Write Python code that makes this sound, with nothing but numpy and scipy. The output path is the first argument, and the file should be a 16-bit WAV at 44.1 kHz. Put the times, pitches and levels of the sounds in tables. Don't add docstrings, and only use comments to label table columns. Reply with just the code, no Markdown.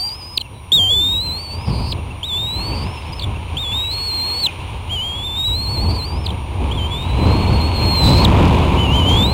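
import sys
import numpy as np
from scipy import signal
from scipy.fft import rfft, irfft, next_fast_len
from scipy.io import wavfile
from scipy.ndimage import uniform_filter1d

SR = 44100
rng = np.random.default_rng(int(sys.argv[2]) if len(sys.argv) > 2 else 0)


def boost(x):
    u = np.asarray(x, float) / 20
    return 10 ** u


def put_to_file(sound):
    columns = np.atleast_2d(sound).T
    safe = np.clip(columns, -1, 1)
    whole_steps = np.round(safe * 32767)
    wavfile.write(sys.argv[1], SR, whole_steps.astype(np.int16))


N = 411453

# time [s], pitch [Hz], effort [dB].
EARLY_CALLS = [
    [(0.0, 4597, -19), (.05, 4716, -15), (.088, 4750, -18), (.098, 4780, -21), (.129, 4850, -19),
     (.178, 5170, -24), (.231, 4920, -22), (.307, 5080, -22.5), (.366, 5020, -22)],
    [(.719, 3200, -9), (.797, 3200, -13), (.902, 3230, -16), (.91, 3380, -13.5), (1.169, 3850, -18),
     (1.304, 4010, -23), (1.423, 4620, -30), (1.47, 4430, -33), (1.652, 5180, -27)],
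    [(2.231, 2950, -18.5), (2.335, 3450, -19.5), (2.551, 4004, -25), (2.679, 4530, -28), (2.84, 4590, -35),
     (2.847, 4940, -33), (2.933, 5370, -25), (3.11, 5350, -30), (3.188, 5170, -23)],
    [(3.569, 2960, -19), (3.66, 3370, -25), (3.8, 3787, -19.5), (3.885, 3880, -24), (3.94, 4290, -24.5),
     (4.07, 4390, -22.5), (4.124, 4130, -21), (4.415, 4480, -23.5), (4.457, 4035, -11.5)],
]
# time [s], pitch [Hz], effort [dB].
LATE_CALLS = [
    [(4.892, 2720, -33), (4.993, 2930, -22.5), (5.042, 3210, -22.5), (5.19, 3380, -28.5),
     (5.535, 3890, -20), (5.627, 4350, -24.5), (6.08, 4620, -29), (6.228, 5400, -26), (6.258, 4830, -25)],
    [(6.712, 2910, -24), (6.802, 3080, -28), (6.931, 3410, -27), (7.09, 3930, -35.5), (7.392, 4310, -31),
     (7.6, 4300, -29), (7.914, 4280, -20.5), (8.06, 3990, -18), (8.243, 4290, -22)],
    [(8.775, 2800, -24), (8.892, 2720, -25), (8.964, 3170, -19), (9.042, 2930, -23), (9.082, 3137, -17.5),
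     (9.134, 3220, -18.5), (9.241, 3650, -18), (9.27, 3940, -22.5), (9.33, 4200, -25)],
]
# time [s], pitch [Hz], effort [dB].
HOARSE_END = [(1.656, 4860, -32), (1.69, 4825, -30), (1.712, 4540, -38.5), (1.8, 4440, -40.5),
              (1.86, 4540, -34), (1.912, 4590, -32)]
# start [s], length [s], from [Hz], to [Hz], peak [dB].
DROPS = [(.3735, .0105, 4780, 2100, -7.5), (1.918, .014, 4500, 2400, -20), (3.192, .011, 5000, 2500, -22),
         (4.459, .018, 3950, 2500, -9), (6.261, .013, 4600, 2390, -17.5), (8.246, .013, 4170, 2700, -7.5)]


def rms_one(x):
    return x / np.sqrt(np.mean(x ** 2) + 1e-20)


def drift(rate_hz):
    steps = rng.standard_normal(int(N / SR * 80) + 200)
    memory = np.exp(-2 * np.pi * rate_hz / 80)
    slow = rms_one(signal.lfilter([1], [1, -memory], steps)[198:])
    return np.interp(np.arange(N) / SR * 80, np.arange(len(slow)), slow)


def gate(spans, edge_s):
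    t = np.arange(N) / SR
    inside = sum(1. * (t >= a) * (t <= b) for a, b in spans)
    return uniform_filter1d(np.minimum(inside, 1), max(int(edge_s * SR), 1))


def gust_db(t, sharp):
    # peak [s], pressure [dB], rise [s per 10 dB], fall [s per 10 dB],
    # sharpness [dB].
    gusts = [(.56, -34.5, .08, .05, .5), (.77, -24, .04, .15, 2), (.97, -25, .12, .2, -2.3),
             (1.14, -25, .08, .2, -2), (1.29, -26, .04, .1, -.7), (1.58, -25, .08, .1, -2),
             (1.685, -13.5, .015, .11, -.8), (1.81, -20, .06, .1, -1), (1.93, -21.5, .2, .25, -2.4),
             (2.45, -26, .15, .06, -3), (2.6, -22.5, .15, .1, -4), (2.73, -20, .1, .08, -2),
             (2.86, -19.5, .1, .07, -2.8), (3.1, -26, .15, .15, -4), (3.27, -19.5, .08, .2, -4.5),
             (3.54, -22, .07, .1, -6), (3.72, -26, .06, .7, -5), (4.63, -23.5, .06, .07, -7),
             (4.75, -22, .04, .05, -7), (4.93, -24, .12, .08, -7), (5.2, -28, .6, .9, -4),
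             (5.5, -20.5, .05, .2, -6), (5.69, -23, .05, .1, -3), (5.88, -14.5, .15, .12, -.7),
             (6.18, -19, .12, .08, -3), (6.29, -20, .06, .25, -2), (6.53, -21, .04, .08, -3),
             (6.62, -18, .05, .15, -1), (6.78, -19.5, .15, .4, -3.7), (7.14, -16, .12, .15, -6),
             (7.27, -10.5, .08, .2, -.8), (7.5, -11.5, .06, .3, -2.9), (7.86, -14.5, .08, .15, -1.5),
             (8.035, -9, .025, .2, -3.5), (8.11, -8.5, .08, .15, -3.5), (8.29, -10, .15, .2, -1),
             (8.45, -11, .2, .3, .5), (8.75, -15, .2, .2, -4), (8.93, -14, .1, .15, -1),
             (9.15, -13.5, .4, .6, .3)]
    calm_db = -36
    power = boost(2 * calm_db)
    for peak, peak_db, rise, fall, sharp_db in gusts:
        below_peak = 10 * np.maximum((peak - t) / rise, (t - peak) / fall)
        power = power + boost(2 * (peak_db + sharp * sharp_db - below_peak))
    return 10 * np.log10(power) + 30


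def wind_levels():
    # time [s], level [dB].
    branches = [(0.0, -53.5), (.13, -51.3), (.55, -54), (.78, -52.3), (1.14, -51.5), (1.72, -48),
                (2.09, -50), (2.91, -44), (3.36, -46.7), (4.3, -41), (4.65, -45), (5.49, -47.8),
                (6.51, -47), (6.89, -43.5), (7.44, -40), (8.5, -35), (8.88, -38.5), (9.33, -41)]
    # level [dB], share of the gust, share of its sharp edge, share of the leaves [ratios].
    layers = [
        (-32, 1.01, .0, .0),
        (-38, .2, 1.04, .24),
        (-37.7, .0, .5, .7),
        (-43.6, .11, .04, .97),
    ]
    t = np.arange(0, N / SR + .01, .01)
    leaves = np.interp(t, *np.transpose(branches)) + 45
    round_gust, sharp_gust = gust_db(t, 0), gust_db(t, 1)
    return t, *[db + a * round_gust + b * sharp_gust + c * leaves for db, a, b, c in layers]


def wind(shared_db=0.83, own_db=0.45, grain_db=-12):
    layer_hz = (105, 190, 1000, 2500)
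    # frequency [Hz], density [dB per Hz].
    housing = [(22, -16), (50, -3.5), (64, 2.5), (87, 5), (150, -10), (334, -16), (678, -22), (966, -14.5),
               (1410, -35), (1910, -40.5), (2300, -30), (2900, -32), (4100, -42), (5000, -55),
               (8000, -59.5)]
    s, *levels = wind_levels()
    size = next_fast_len(N)
    octave = np.log2(np.arange(1, size // 2 + 2) * SR / size)

    click_size = boost(5.3 * np.minimum(rng.exponential(1, size), 4.5))
    grit = (rng.random(size) < 400 / SR) * click_size * rng.choice([-1, 1], size)
    bright = np.clip(octave - np.log2(700), 0, 1)
    air = rfft(rng.standard_normal(size)) + boost(grain_db) * bright * rfft(rms_one(grit))
    housing_hz, housing_db = np.transpose(housing)
    air *= boost(np.interp(octave, np.log2(housing_hz), housing_db))

    offset_db = np.array([[-3], [4], [8], [21]])
    levels = np.array(levels) + offset_db
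    t = np.arange(N) / SR
    rush, thump, expected_power = np.zeros(N), np.zeros(N), np.zeros(N)
    lumps = drift(3.5)
    for centre in np.arange(4, 13.5, .5):
        band = irfft(air * np.clip(1 - 2 * np.abs(octave - centre), 0, 1), size)[:N]
        band_db = [np.interp(centre, np.log2(layer_hz), column) for column in levels.T]
        unrest_db = (centre > 7) * (shared_db * lumps + own_db * drift(36))
        gain = boost(np.interp(t, s, band_db) + unrest_db)
        if centre < 7.6:
            thump = thump + gain * band
            expected_power = expected_power + 1.5 * gain ** 2 * np.mean(band ** 2)
        else:
            rush += gain * band
    swing = uniform_filter1d(thump ** 2, int(.03 * SR)) / expected_power
    return boost(27.5) * (rush + thump * (swing + .03) ** -.3)


def cricket():
    # time [s], peak [dB].
    chirps = [(1.008, -41), (1.14, -39), (1.262, -38), (1.397, -44), (1.508, -40), (1.636, -39),
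              (1.8622, -39), (1.9829, -38), (2.107, -34), (2.3672, -36), (2.4703, -40), (2.6055, -34),
              (2.7286, -32), (2.8533, -36), (2.9715, -35.5), (3.3513, -37), (3.478, -40), (3.7172, -32),
              (3.8395, -31), (4.6033, -42), (4.7257, -46), (5.225, -48), (5.359, -48)]
    out, t = np.zeros(N), np.arange(int(0.026 * SR)) / SR
    throb = 1 + .4 * np.cos(2 * np.pi * 120 * t)
    chirp = np.sin(np.pi * t / t[-1]) * throb * np.sin(2 * np.pi * 2700 * t)
    for s, peak_db in np.array(chirps) - [.005, 0]:
        out[int(s * SR):int(s * SR) + len(t)] += boost(peak_db + 2.5) * chirp
    return out


def snaps():
    # time [s], peak [dB].
    snap_times = [
        (7.257, -42),
        (7.6146, -34),
        (7.9593, -35),
        (8.4264, -42),
        (8.4542, -30),
        (8.4794, -31),
        (8.527, -33),
        (8.5535, -34),
        (8.5864, -40),
    ]
    out, t = np.zeros(N), np.arange(int(0.0043 * SR)) / SR
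    noise = rng.standard_normal((len(snap_times), len(t)))
    for (s, peak_db), burst in zip(snap_times, noise):
        out[int(s * SR):int(s * SR) + len(t)] += boost(peak_db + 9.5) * burst * np.exp(-t / 0.0035)
    return signal.sosfilt(signal.butter(1, [2200, 5000], "band", fs=SR, output="sos"), out)


def pips():
    # centre [s], length [s], from [Hz], to [Hz], peak [dB].
    glides = [(0.092, .005, 4770, 3600, -25), (0.394, 0.014, 4600, 4250, -36),
              (0.402, 0.0068, 3970, 4000, -26), (.413, 0.026, 4280, 4000, -22),
              (0.416, .018, 3380, 2760, -19.5), (0.458, 0.053, 2850, 2570, -38),
              (.575, .12, 3970, 3880, -47), (1.672, .04, 5200, 5430, -39), (1.7, .03, 5330, 5000, -36),
              (1.927, .005, 3500, 2900, -16), (1.932, 0.015, 4200, 4100, -29),
              (1.934, .012, 4920, 4900, -40), (3.202, .008, 4400, 4400, -28),
              (3.214, .016, 4500, 3520, -28), (3.224, .014, 3300, 3860, -22),
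              (3.225, .014, 4530, 4330, -28), (3.235, 0.015, 3800, 3120, -21),
              (3.244, .016, 3630, 3300, -19), (4.491, .04, 2560, 2420, -24),
              (6.278, 0.0065, 3900, 4700, -30), (6.293, 0.018, 3650, 3440, -26),
              (6.306, 0.011, 3260, 3100, -22), (6.309, 0.017, 4110, 3700, -32),
              (8.284, .012, 3980, 3900, -23)]
    out = np.zeros(N)
    for centre, length, from_hz, to_hz, peak_db in glides:
        u = np.linspace(0, 1, int(length * SR))
        phase = 2 * np.pi * np.cumsum(from_hz + (to_hz - from_hz) * u ** 1.4) / SR
        swell = np.sin(np.pi * u ** 1.305) ** 2
        throb = 1 + 0.33 * np.sin(2 * np.pi * 330 * length * u)
        start = int((centre - .6 * length) * SR)
        out[start:start + len(u)] += boost(peak_db) * swell * throb * np.sin(phase)
    return out


def throat():
    # share of its length, share of its fall [ratios], level re its peak [dB].
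    drop_shape = [
        (0, 0, -10),
        (.42, .3, 0),
        (.7, .72, -8),
        (1, 1, -27),
    ]
    # swing [Hz], change at the top [dB].
    hooks = [(580, 1.5), (750, -9), (600, -4), (450, 7), (520, -16), (270, 2.5)]
    # centre [s],
    # half length [s], slip [Hz], change [dB].
    wavers = [(1.244, .06, 215, -2.5), (1.53, .06, -130, 2.5), (1.582, .035, -150, -7),
              (2.985, .04, -230, -2.5), (3.035, .04, -10, -15), (3.078, .025, -150, -3),
              (3.133, .016, -480, 3), (3.115, .012, 60, -8), (3.714, .05, -95, -.1), (4.153, .03, 95, .1),
              (4.212, .05, -100, 1.5), (4.312, .04, -150, 2.5), (5.256, .04, 130, 3), (5.34, .04, -55, -.5),
              (5.395, .035, 75, 3), (5.465, .04, 100, 3), (5.67, .03, -255, 1.2), (5.783, .045, -290, 1.2),
              (5.861, .03, -220, -1.5), (5.935, .035, 150, -4), (6.016, .06, -490, 1.2),
              (6.855, .05, -80, .1), (6.892, .03, -40, -18), (7.074, .025, 50, -12), (7.17, .05, 20, -9),
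              (7.25, .05, -120, 2.5), (7.46, .022, -40, -14), (7.51, .03, 150, -8), (7.585, .02, 220, -10),
              (7.715, .065, 70, -11),
              (1.37, .05, -70, .5), (2.305, .035, -190, -3), (3.104, .018, 150, 1.2),
               (3.975, .03, -65, .3), (5.122, .035, -80, -.1), (5.572, .035, 110, -3),
               (6.067, .022, 110, -.5), (6.13, .07, -150, -4), (7.612, .025, -120, 2.5),
               (7.79, .05, -110, -3), (8.145, .06, -70, -3), (8.229, .018, 240, -3),
              (8.11, .11, 5, 2.5), (2.8, .06, -60, -1.2), (.05, .03, 50, .1), (5.978, .02, 70, -1.2),
               (.855, .055, -85, .1), (.95, .04, 40, .1), (2.238, .008, -60, -4), (5.62, .035, -40, .1),
               (5.5, .02, -45, .1), (4.22, .02, 45, .1), (4.29, .015, 50, .1), (4.375, .03, -65, 1.5),
               (4.442, .013, -90, 1.5), (4.968, .025, -80, 1.2), (5.075, .035, -55, .1),
               (5.285, .04, -50, .5), (5.41, .08, 5, 2.2), (5.85, .015, 60, -1.2), (5.882, .015, -60, -2.2),
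               (6.727, .012, 20, 5), (6.738, .006, 20, -10), (6.751, .012, 40, 5), (6.769, .012, 40, -9),
               (7.135, .03, -80, -1.5), (7.255, .015, -10, -5), (7.315, .025, -60, 3), (7.4, .03, 20, -4),
               (7.795, .02, 90, .8), (8.108, .03, -75, -.5), (8.228, .012, -120, -3)]
    calls, t = EARLY_CALLS + LATE_CALLS, np.arange(N) / SR
    drop_points = []
    for s, length, from_hz, to_hz, peak_db in DROPS:
        for u, fall, db in drop_shape:
            drop_points.append((s + u * length, from_hz + fall * (to_hz - from_hz), peak_db + db))
    s, hz, effort_db = np.array(sorted(sum(calls, HOARSE_END + drop_points))).T
    pitch, level_db = np.interp(t, s, hz), np.interp(t, s, effort_db)

    for rows, (swing_hz, top_db) in zip(calls[1:], hooks):
        u = np.clip((t - rows[0][0]) / (rows[1][0] - rows[0][0]), 0, 1)
        arch = np.abs(np.sin(np.pi * u ** .66))
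        pitch = pitch + swing_hz * arch
        level_db = level_db + top_db * arch ** 4.
    for centre, half, slip_hz, change_db in wavers:
        part = slice(int((centre - half) * SR), int((centre + half) * SR))
        slip = np.cos(np.pi / 2 * (t[part] - centre) / half) ** 2
        pitch[part] += slip_hz * slip
        level_db[part] += change_db * slip
    return pitch, level_db - 25 * np.maximum(pitch - 4500, 0) / 1000


def flutter(phase):
    # start [s], end [s], beat [Hz], upper side [dB], lower side [dB].
    beats = [(0.09, .135, 141, -22, -13), (1.66, 1.712, 470, -20, -12), (1.712, 1.819, 335, 1.2, -5.5),
             (1.814, 1.922, 398, -3, -8), (2.745, 2.85, 300, -5, -30), (3.025, 3.055, 450, -25, 16),
             (3.908, 3.947, 230, -10, -15), (4.392, 4.418, 330, -28, -15), (5.898, 5.966, 265, -20, -2.5),
             (7.507, 7.6, 254, -14, -20), (7.728, 7.803, 299, -15, -20), (8.215, 8.24, 400, -22, -7)]
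    # start [s], end [s], level re the whistle [dB].
    rasps = [
        (3.91, 3.945, -13),
        (5.89, 5.91, -11),
        (5.91, 5.97, -13),
        (8.022, 8.235, -14),
    ]
    out = np.zeros(N)
    uneven, upper_swing, lower_swing = drift(25), drift(30), drift(30)
    rasp = rms_one(uniform_filter1d(rng.standard_normal(N), int(0.0015 * SR)))
    out += sum(boost(db) * gate([(a, b)], .01) for a, b, db in rasps) * rasp * np.sin(phase)
    for start, end, beat_hz, upper_db, lower_db in beats:
        part = slice(int((start - .008) * SR), int((end + .008) * SR))
        beat = 2 * np.pi * beat_hz * np.cumsum(1 + 0.047 * uneven[part]) / SR
        upper = np.sin(phase[part] + beat) + boost(-18) * np.sin(phase[part] + 2 * beat)
        lower = np.sin(phase[part] - beat) + boost(-12) * np.sin(phase[part] - 2 * beat)
        ramp = np.arange(len(beat))
        fade = np.clip(np.minimum(ramp, ramp[::-1]) / (0.02 * SR), 0, 1)
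        sides = boost(upper_db + 1.8 * upper_swing[part]) * upper
        sides = sides + boost(lower_db + 3 * lower_swing[part]) * lower
        out[part] += fade * (1 + 0.17 * rasp[part]) * sides
    return out


def whistles():
    pitch, level_db = throat()
    dropping = gate([(s - .004, s + length) for s, length, *_ in DROPS], 0.0034)
    rounded = uniform_filter1d(pitch, int(0.01374 * SR))
    pitch += (1 - dropping) * (rounded - pitch)
    wobble = 0.003996 * (1 + .9 * gate([(7.15, 8.24)], .05)) * drift(14.2)
    phase = 2 * np.pi * np.cumsum(pitch * (1 + wobble)) / SR
    tone = np.sin(phase) + flutter(phase)

    doubled = tone ** 2 - uniform_filter1d(tone ** 2, size=15)
    hoarse = gate([(HOARSE_END[0][0], HOARSE_END[-1][0])], .01)
    tone += boost(-23 + level_db) * np.sin(2 * phase) + boost(-21) * hoarse * doubled
    spans = [(rows[0][0], rows[-1][0] + .008) for rows in EARLY_CALLS + LATE_CALLS + [HOARSE_END]]
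    spans += [(s, s + length) for s, length, *_ in DROPS]
    return np.sqrt(2) * boost(level_db + 0.85 * drift(30)) * gate(spans, 0.0012) * tone


def scene():
    return (whistles() + pips() + cricket() + snaps() + wind())[None]


def band_limit(x):
    return signal.sosfilt(signal.butter(12, 17130, fs=SR, output="sos"), x)


def record(dry):
    up, down = 160, 147
    t = np.arange(N) / SR
    whine_level = boost(-52.5 + 1.2 * drift(8))
    whine_hz = 9561 + 12 * drift(15)
    whine = np.sqrt(2) * whine_level * np.sin(2 * np.pi * np.cumsum(whine_hz) / SR)
    x = signal.resample_poly(dry[0] + whine, up, down)
    x += boost(-64) * rng.standard_normal(len(x))
    x = x / (1 + np.abs(x / 0.5) ** 14) ** (1 / 14)
    picked = x[np.arange(N) * up // down]
    x = signal.sosfilt(signal.ellip(10, .2, 60, 15830, fs=SR, output="sos"), picked)
    x = signal.lfilter(*signal.butter(1, 8, "high", fs=SR), x)
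    return band_limit(x[None])


dry = scene()
out = record(dry)
put_to_file(out)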